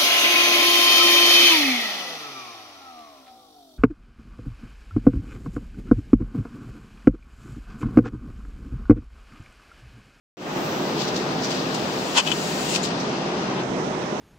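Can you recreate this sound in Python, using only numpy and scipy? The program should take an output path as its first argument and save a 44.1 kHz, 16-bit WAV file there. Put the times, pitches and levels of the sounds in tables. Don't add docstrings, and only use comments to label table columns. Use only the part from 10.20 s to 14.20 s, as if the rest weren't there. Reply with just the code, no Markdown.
import sys
import numpy as np
from scipy import signal
from scipy.io import wavfile
from scipy.ndimage import uniform_filter1d

SR = 44100
rng = np.random.default_rng(int(sys.argv[2]) if len(sys.argv) > 2 else 0)


def generate_wav(sig):
    pcm = np.round(np.clip(np.atleast_2d(sig).T, -1, 1) * 32767).astype(np.int16)
    wavfile.write(sys.argv[1], SR, pcm)


N = 176400
T = np.arange(N) / SR

# frequency in Hz, left-right correlation.
CORRELATION = [(50, 0.85), (140, 0.97), (300, 0.96), (480, 0.71), (700, 0.56), (900, 0.33), (1130, 0.11),
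               (1500, -0.29), (2150, -0.027), (2800, 0.15), (3600, -.08), (6000, 0.38)]
# time in seconds, level in dB.
AIR_LEVEL = [(0.2, -56), (0.45, -49), (1.1, -57.5), (2.5, -46.5), (2.7, -76), (2.95, -90)]
SLIDE_LEVEL = [(0.5, -50), (1.0, -61), (1.6, -47), (1.9, -39.5), (2.1, -38.5), (2.25, -34), (2.38, -36.5),
               (2.53, -30), (2.59, -44), (2.75, -71)]
WEB_LEVEL = [(0.3, -47), (0.7, -38), (0.85, -38), (1.1, -37.5), (1.4, -35), (1.8, -36), (2.3, -36.5),
             (2.55, -36), (2.8, -37.5), (3.25, -40), (3.5, -46), (4, -42)]
ROAR_LEVEL = [(0.4, -27), (1.4, -27), (2.2, -28), (2.8, -27.5), (3.37, -26.5), (3.46, -27), (3.54, -26),
              (3.75, -26)]
# frequency in Hz, relative density in dB.
AIR_TONE = [(9500, -2), (12000, -43), (15000, 26)]
SLIDE_TONE = [(1500, 1.5), (2800, 6), (4000, 6.5), (5700, 7.5), (7300, 5.5), (9000, -1.5), (11500, -32),
              (15000, -34)]
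WEB_TONE = [(900, 8.5), (2000, -2), (2700, -3), (3400, 4.5), (4200, 6.5), (5300, 8), (6500, -13),
            (8000, -76), (10500, -102), (15000, -51)]
ROAR_TONE = [(28, -29), (55, -19), (100, -14.5), (140, -7), (190, -2), (340, -1), (520, -4), (800, -5),
             (1300, -10), (2100, -17), (3700, -19.5), (4700, -25.5), (6000, -19), (7500, -35), (9500, -94),
             (12000, -108)]
RUB_TONE = [(300, -16), (680, 0.5), (1000, 0.5), (1400, 0), (2200, -3.5), (3300, -3), (4400, 2), (5700, -2),
            (7000, -6.5), (9000, -19), (12000, -32), (15000, -27)]
# peak time in seconds, level in dB, attack and decay in seconds,
# low and high band edge in Hz, pan to the left in dB.
SWISHES = [(0.808, -27.5, 0.031, 0.042, 3200, 6460, 5.5), (0.882, -34.5, 0.0052, 0.0085, 3520, 6500, 5),
           (0.963, -29.5, 0.013, 0.029, 3570, 6860, 3), (1.240, -29, 0.015, 0.023, 4360, 6550, 0.5),
           (1.308, -29, 0.0098, 0.056, 2900, 6950, 4), (1.547, -31.5, .008, 0.018, 3300, 7600, 5),
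           (2.552, -21, 0.013, 0.016, 2870, 8300, 7), (2.633, -25.5, 0.0033, 0.0073, 6400, 7300, 12),
           (2.640, -26.5, 0.011, 0.03, 3280, 7650, 8), (2.805, -36, 0.01, 0.019, 4200, 6400, -13)]
# peak time in seconds, level in dB, attack and decay in seconds,
# rubbing against ring in dB, snap against one slip in dB, pan to the left in dB.
CLACKS = [(1.985, -14.5, 0.013, 0.011, 5, -6, 2.8), (2.001, -22.5, 0.0044, 0.0054, 1.5, -3, 0),
          (2.074, -24.5, 0.013, 0.012, -2, 9, 4.5), (2.105, -31, 0.0026, 0.0036, 0, 0, 0),
          (2.1174, -17.5, .002, 0.0065, -7, 8.5, 12)]
# frequency in Hz, gain in dB, time to fall 60 dB in seconds.
CASE_MODES = [(2350, 0, 0.018), (2610, 1.5, 0.018), (2870, -4, 0.018), (3030, 14, 0.014),
              (3447, 5.5, 0.022), (4430, -9, .012), (4800, -16, .012), (5900, -15, .01), (7200, -7, 0.0094)]
# centre in Hz, width in Hz, gain in dB.
KNOCK_EQ = [(940, 220, 8)]
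HAND_EQ = [(2740, 500, 3), (6950, 1600, 9.5)]
LEFT_MIC_EQ = [(1430, 770, 1), (2670, 620, 5), (6300, 1500, -5.5)]
# frequency in Hz, level in dB.
HUM_TONES = [(132, -51.5), (158, -48.5), (368.5, -42.5), (415, -49), (442, -49), (1846, -50.5)]
# multiple of the turning rate, level in dB.
RUMBLE_HARMONICS = [(7, -67), (8, -67), (9, -58), (10, -48.5), (11, -45.5), (12, -43), (13, -46.5),
                    (14, -44), (15, -41), (16, -49), (17, -47), (18, -59), (19, -58.5), (20, -40),
                    (21, -69), (24, -50.5), (25, -44.5), (26, -42), (27, -61), (28, -43), (30, -52.5),
                    (31, -67), (32, -50), (33, -59), (34, -47.5), (36, -52), (39, -53), (41, -76),
                    (46, -67), (47, -46), (51, -61), (53, -65), (56, -51), (57, -54), (58, -76),
                    (59, -46.5), (60, -61), (61, -80), (65, -67), (66, -57), (67, -51.5)]
# time in seconds, gain in dB.
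RUMBLE_RIDE = [(0.4, -.5), (1.2, 0.4), (1.32, -1), (1.45, 0.5), (2.2, -0.22), (3.22, 0.3), (3.36, 1.5),
               (3.47, -1.44), (3.53, 4.5), (3.75, -1)]
# time in seconds, cut-off in Hz.
LEFT_CUTOFF = [(2.6, 12700), (2.9, 8400), (3.2, 7500), (3.40, 5350), (3.46, 3300), (3.62, 3850), (4, 2970)]
# seconds after the sound starts, gain in dB.
FADE_IN = [(0, -18), (.05, -8), (.12, -3), (.182, -1.5), (.198, 0.5), (.4, 0)]


def from_db(db):
    return 10 ** (np.asarray(db) / 20)


def rms_one(x):
    return x / np.sqrt(np.mean(x ** 2) + 1e-20)


def in_time(rows, start=0):
    return np.interp(T - start, *np.transpose(rows))


def at_hz(points, hz):
    freqs, values = np.transpose(points)
    return np.interp(np.log(hz), np.log(freqs), values)


def butter(x, hz, kind, order=2):
    sos = signal.butter(order, np.clip(hz, 10, .45 * SR), kind, fs=SR, output="sos")
    return signal.sosfilt(sos, x)


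def bell_eq(x, bells):
    for hz, width, db in bells:
        w, g = 2 * np.pi * hz / SR, from_db(db / 2)
        a = np.sin(w) * width / (2 * hz)
        x = signal.lfilter([1 + a * g, -2 * np.cos(w), 1 - a * g],
                           [1 + a / g, -2 * np.cos(w), 1 - a / g], x)
    return x


def pan(left_db):
    return rms_one(from_db([[left_db / 2], [-left_db / 2]]))


def drift(hz):
    step, settle = 40, 2000
    pole = np.exp(-2 * np.pi * hz * step / SR)
    white = rng.standard_normal(N // step + settle + 2)
    slow = signal.lfilter([1], [1, -2 * pole, pole * pole], white)[settle:]
    return np.interp(np.arange(N) / step, np.arange(len(slow)), rms_one(slow))


def stereo(mid, side, correlation):
    return np.sqrt((1 + correlation) / 2) * mid + np.sqrt((1 - correlation) / 2) * side * [[1], [-1]]


def banded_noise(tone, flicker_db=.6):
    out, edges = 0, 25 * 2 ** (np.arange(29) / 3)
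    white = rng.standard_normal((2, 2, N))
    for k, (low, high) in enumerate(zip(edges, edges[1:])):
        hz = np.sqrt(low * high)
        if high > tone[0][0]:
            band = stereo(*butter(white[k % 2], [low, high], "band"), at_hz(CORRELATION, hz))
            out += band * from_db(at_hz(tone, hz) + flicker_db * drift(hz=11))
    return rms_one(out)


def swell(peak_s, attack, decay, hold=0):
    return np.exp(-np.clip(np.maximum((peak_s - T) / attack, (T - peak_s - hold) / decay), 0, 20))


def air_hiss():
    return from_db(in_time(AIR_LEVEL)) * pan(left_db=-37) * banded_noise(AIR_TONE)


def sliding_hiss():
    return from_db(in_time(SLIDE_LEVEL)) * pan(left_db=1.5) * banded_noise(SLIDE_TONE)


def swishes(top_hz=7470, grain_db=2.4, sheen_hz=10000, sheen_db=-22):
    noise = butter(rng.standard_normal((2, N)), top_hz, "low", order=4)
    grain = from_db(grain_db * drift(hz=120))
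    treble = rms_one(butter(rng.standard_normal((2, N)), sheen_hz, "high"))
    sheen = from_db(sheen_db) * pan(left_db=-29) * treble
    out = 0
    for peak_s, db, attack, decay, low_hz, high_hz, pan_db in SWISHES:
        body = pan(pan_db) * rms_one(butter(noise, [low_hz, high_hz], "band"))
        out += from_db(db) * swell(peak_s, attack, decay, hold=0.0083) * (body + sheen) * grain
    return out


def case_ring(force):
    out = 0
    for k, (hz, db, t60) in enumerate(CASE_MODES):
        r, w = from_db(-60 / (t60 * SR)), 2 * np.pi * hz / SR
        mode = signal.lfilter([0, np.sin(w)], [1, -2 * r * np.cos(w), r * r], force + 1e-18)
        out += (-1) ** k * from_db(db) * mode
    return out


def rasp_and_clacks(slips_per_s=3000, spread_db=2.5):
    slips = (rng.random((2, N)) < slips_per_s / SR) * rng.choice([-1, 1], (2, N))
    slips = slips * from_db(spread_db * rng.standard_normal((2, N)))
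    slips = stereo(*slips, correlation=0.5)
    rub = bell_eq(banded_noise(RUB_TONE), KNOCK_EQ)
    force, rub_gain = 0, 0
    for peak_s, db, attack, decay, rub_db, snap_db, pan_db in CLACKS:
        push = from_db(db) * pan(pan_db) * swell(peak_s, attack, decay)
        snap = from_db(snap_db) * (np.arange(N) == int(peak_s * SR))
        force += push * (slips + snap)
        rub_gain += push * from_db(rub_db)
    return case_ring(force) / np.std(case_ring(slips)) + rub_gain * rub


def paper_web():
    return from_db(in_time(WEB_LEVEL)) * pan(left_db=16) * banded_noise(WEB_TONE)


def drive_hum(waver_hz=2.54):
    out = 0
    for hz, db in HUM_TONES:
        carrier = np.exp(2j * np.pi * hz * T)
        wavers = [drift(waver_hz) + 1j * drift(waver_hz) for _ in range(2)]
        mid, side = (rms_one(np.real(waver * carrier)) for waver in wavers)
        out += from_db(db) * stereo(mid, side, at_hz(CORRELATION, hz))
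    return out


def roller_roar():
    return from_db(in_time(ROAR_LEVEL)) * banded_noise(ROAR_TONE, flicker_db=1)


def roll_rumble(turns_per_s=13, waver_db=1):
    out = 0
    for multiple, db in RUMBLE_HARMONICS:
        hz = multiple * turns_per_s
        mid, side = np.sqrt(2) * np.sin(2 * np.pi * (hz * T + rng.random((2, 1))))
        out += from_db(db + waver_db * drift(hz=1)) * stereo(mid, side, at_hz(CORRELATION, hz))
    return out * from_db(in_time(RUMBLE_RIDE))


def scene():
    left, right = sliding_hiss() + rasp_and_clacks()
    handling = np.array([bell_eq(left, HAND_EQ), right])
    rewinder = roller_roar() + drive_hum() + roll_rumble() + paper_web()
    return rewinder + air_hiss() + swishes() + handling


def dull_then_cover(x, cover_s=3.42, ramp_s=0.021, loss_db=-10.5, shelf_hz=910, block=256):
    dull, state, cut_hz = np.zeros(N), np.zeros((2, 2)), in_time(LEFT_CUTOFF)
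    for i in range(0, N, block):
        low_pass = signal.butter(3, cut_hz[i], fs=SR, output="sos")
        dull[i:i + block], state = signal.sosfilt(low_pass, x[i:i + block], zi=state)
    bass = butter(dull, shelf_hz, "low", order=1)
    closed = np.clip((T - cover_s) / ramp_s, 0, 1)
    return bass + (dull - bass) * from_db(loss_db * closed)


def limiter(x, threshold_db=-12, release_db_per_s=56, window_s=0.0048):
    power = uniform_filter1d(np.mean(x ** 2, axis=0), int(window_s * SR))
    over_db = np.maximum(10 * np.log10(np.abs(power) + 1e-12) - threshold_db, 0)
    release_db = release_db_per_s * T
    return x * from_db(release_db - np.maximum.accumulate(over_db + release_db))


def record(dry):
    start_s, top_hz = 0.17, 15700
    left = dull_then_cover(bell_eq(dry[0], LEFT_MIC_EQ))
    limited = limiter(np.array([left, dry[1]]))
    fade = from_db(in_time(FADE_IN, start_s)) * (T > start_s)
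    top_cut = signal.ellip(10, .2, 80, top_hz, fs=SR, output="sos")
    return signal.sosfilt(top_cut, limited * fade)


dry = scene()
out = record(dry)
generate_wav(out)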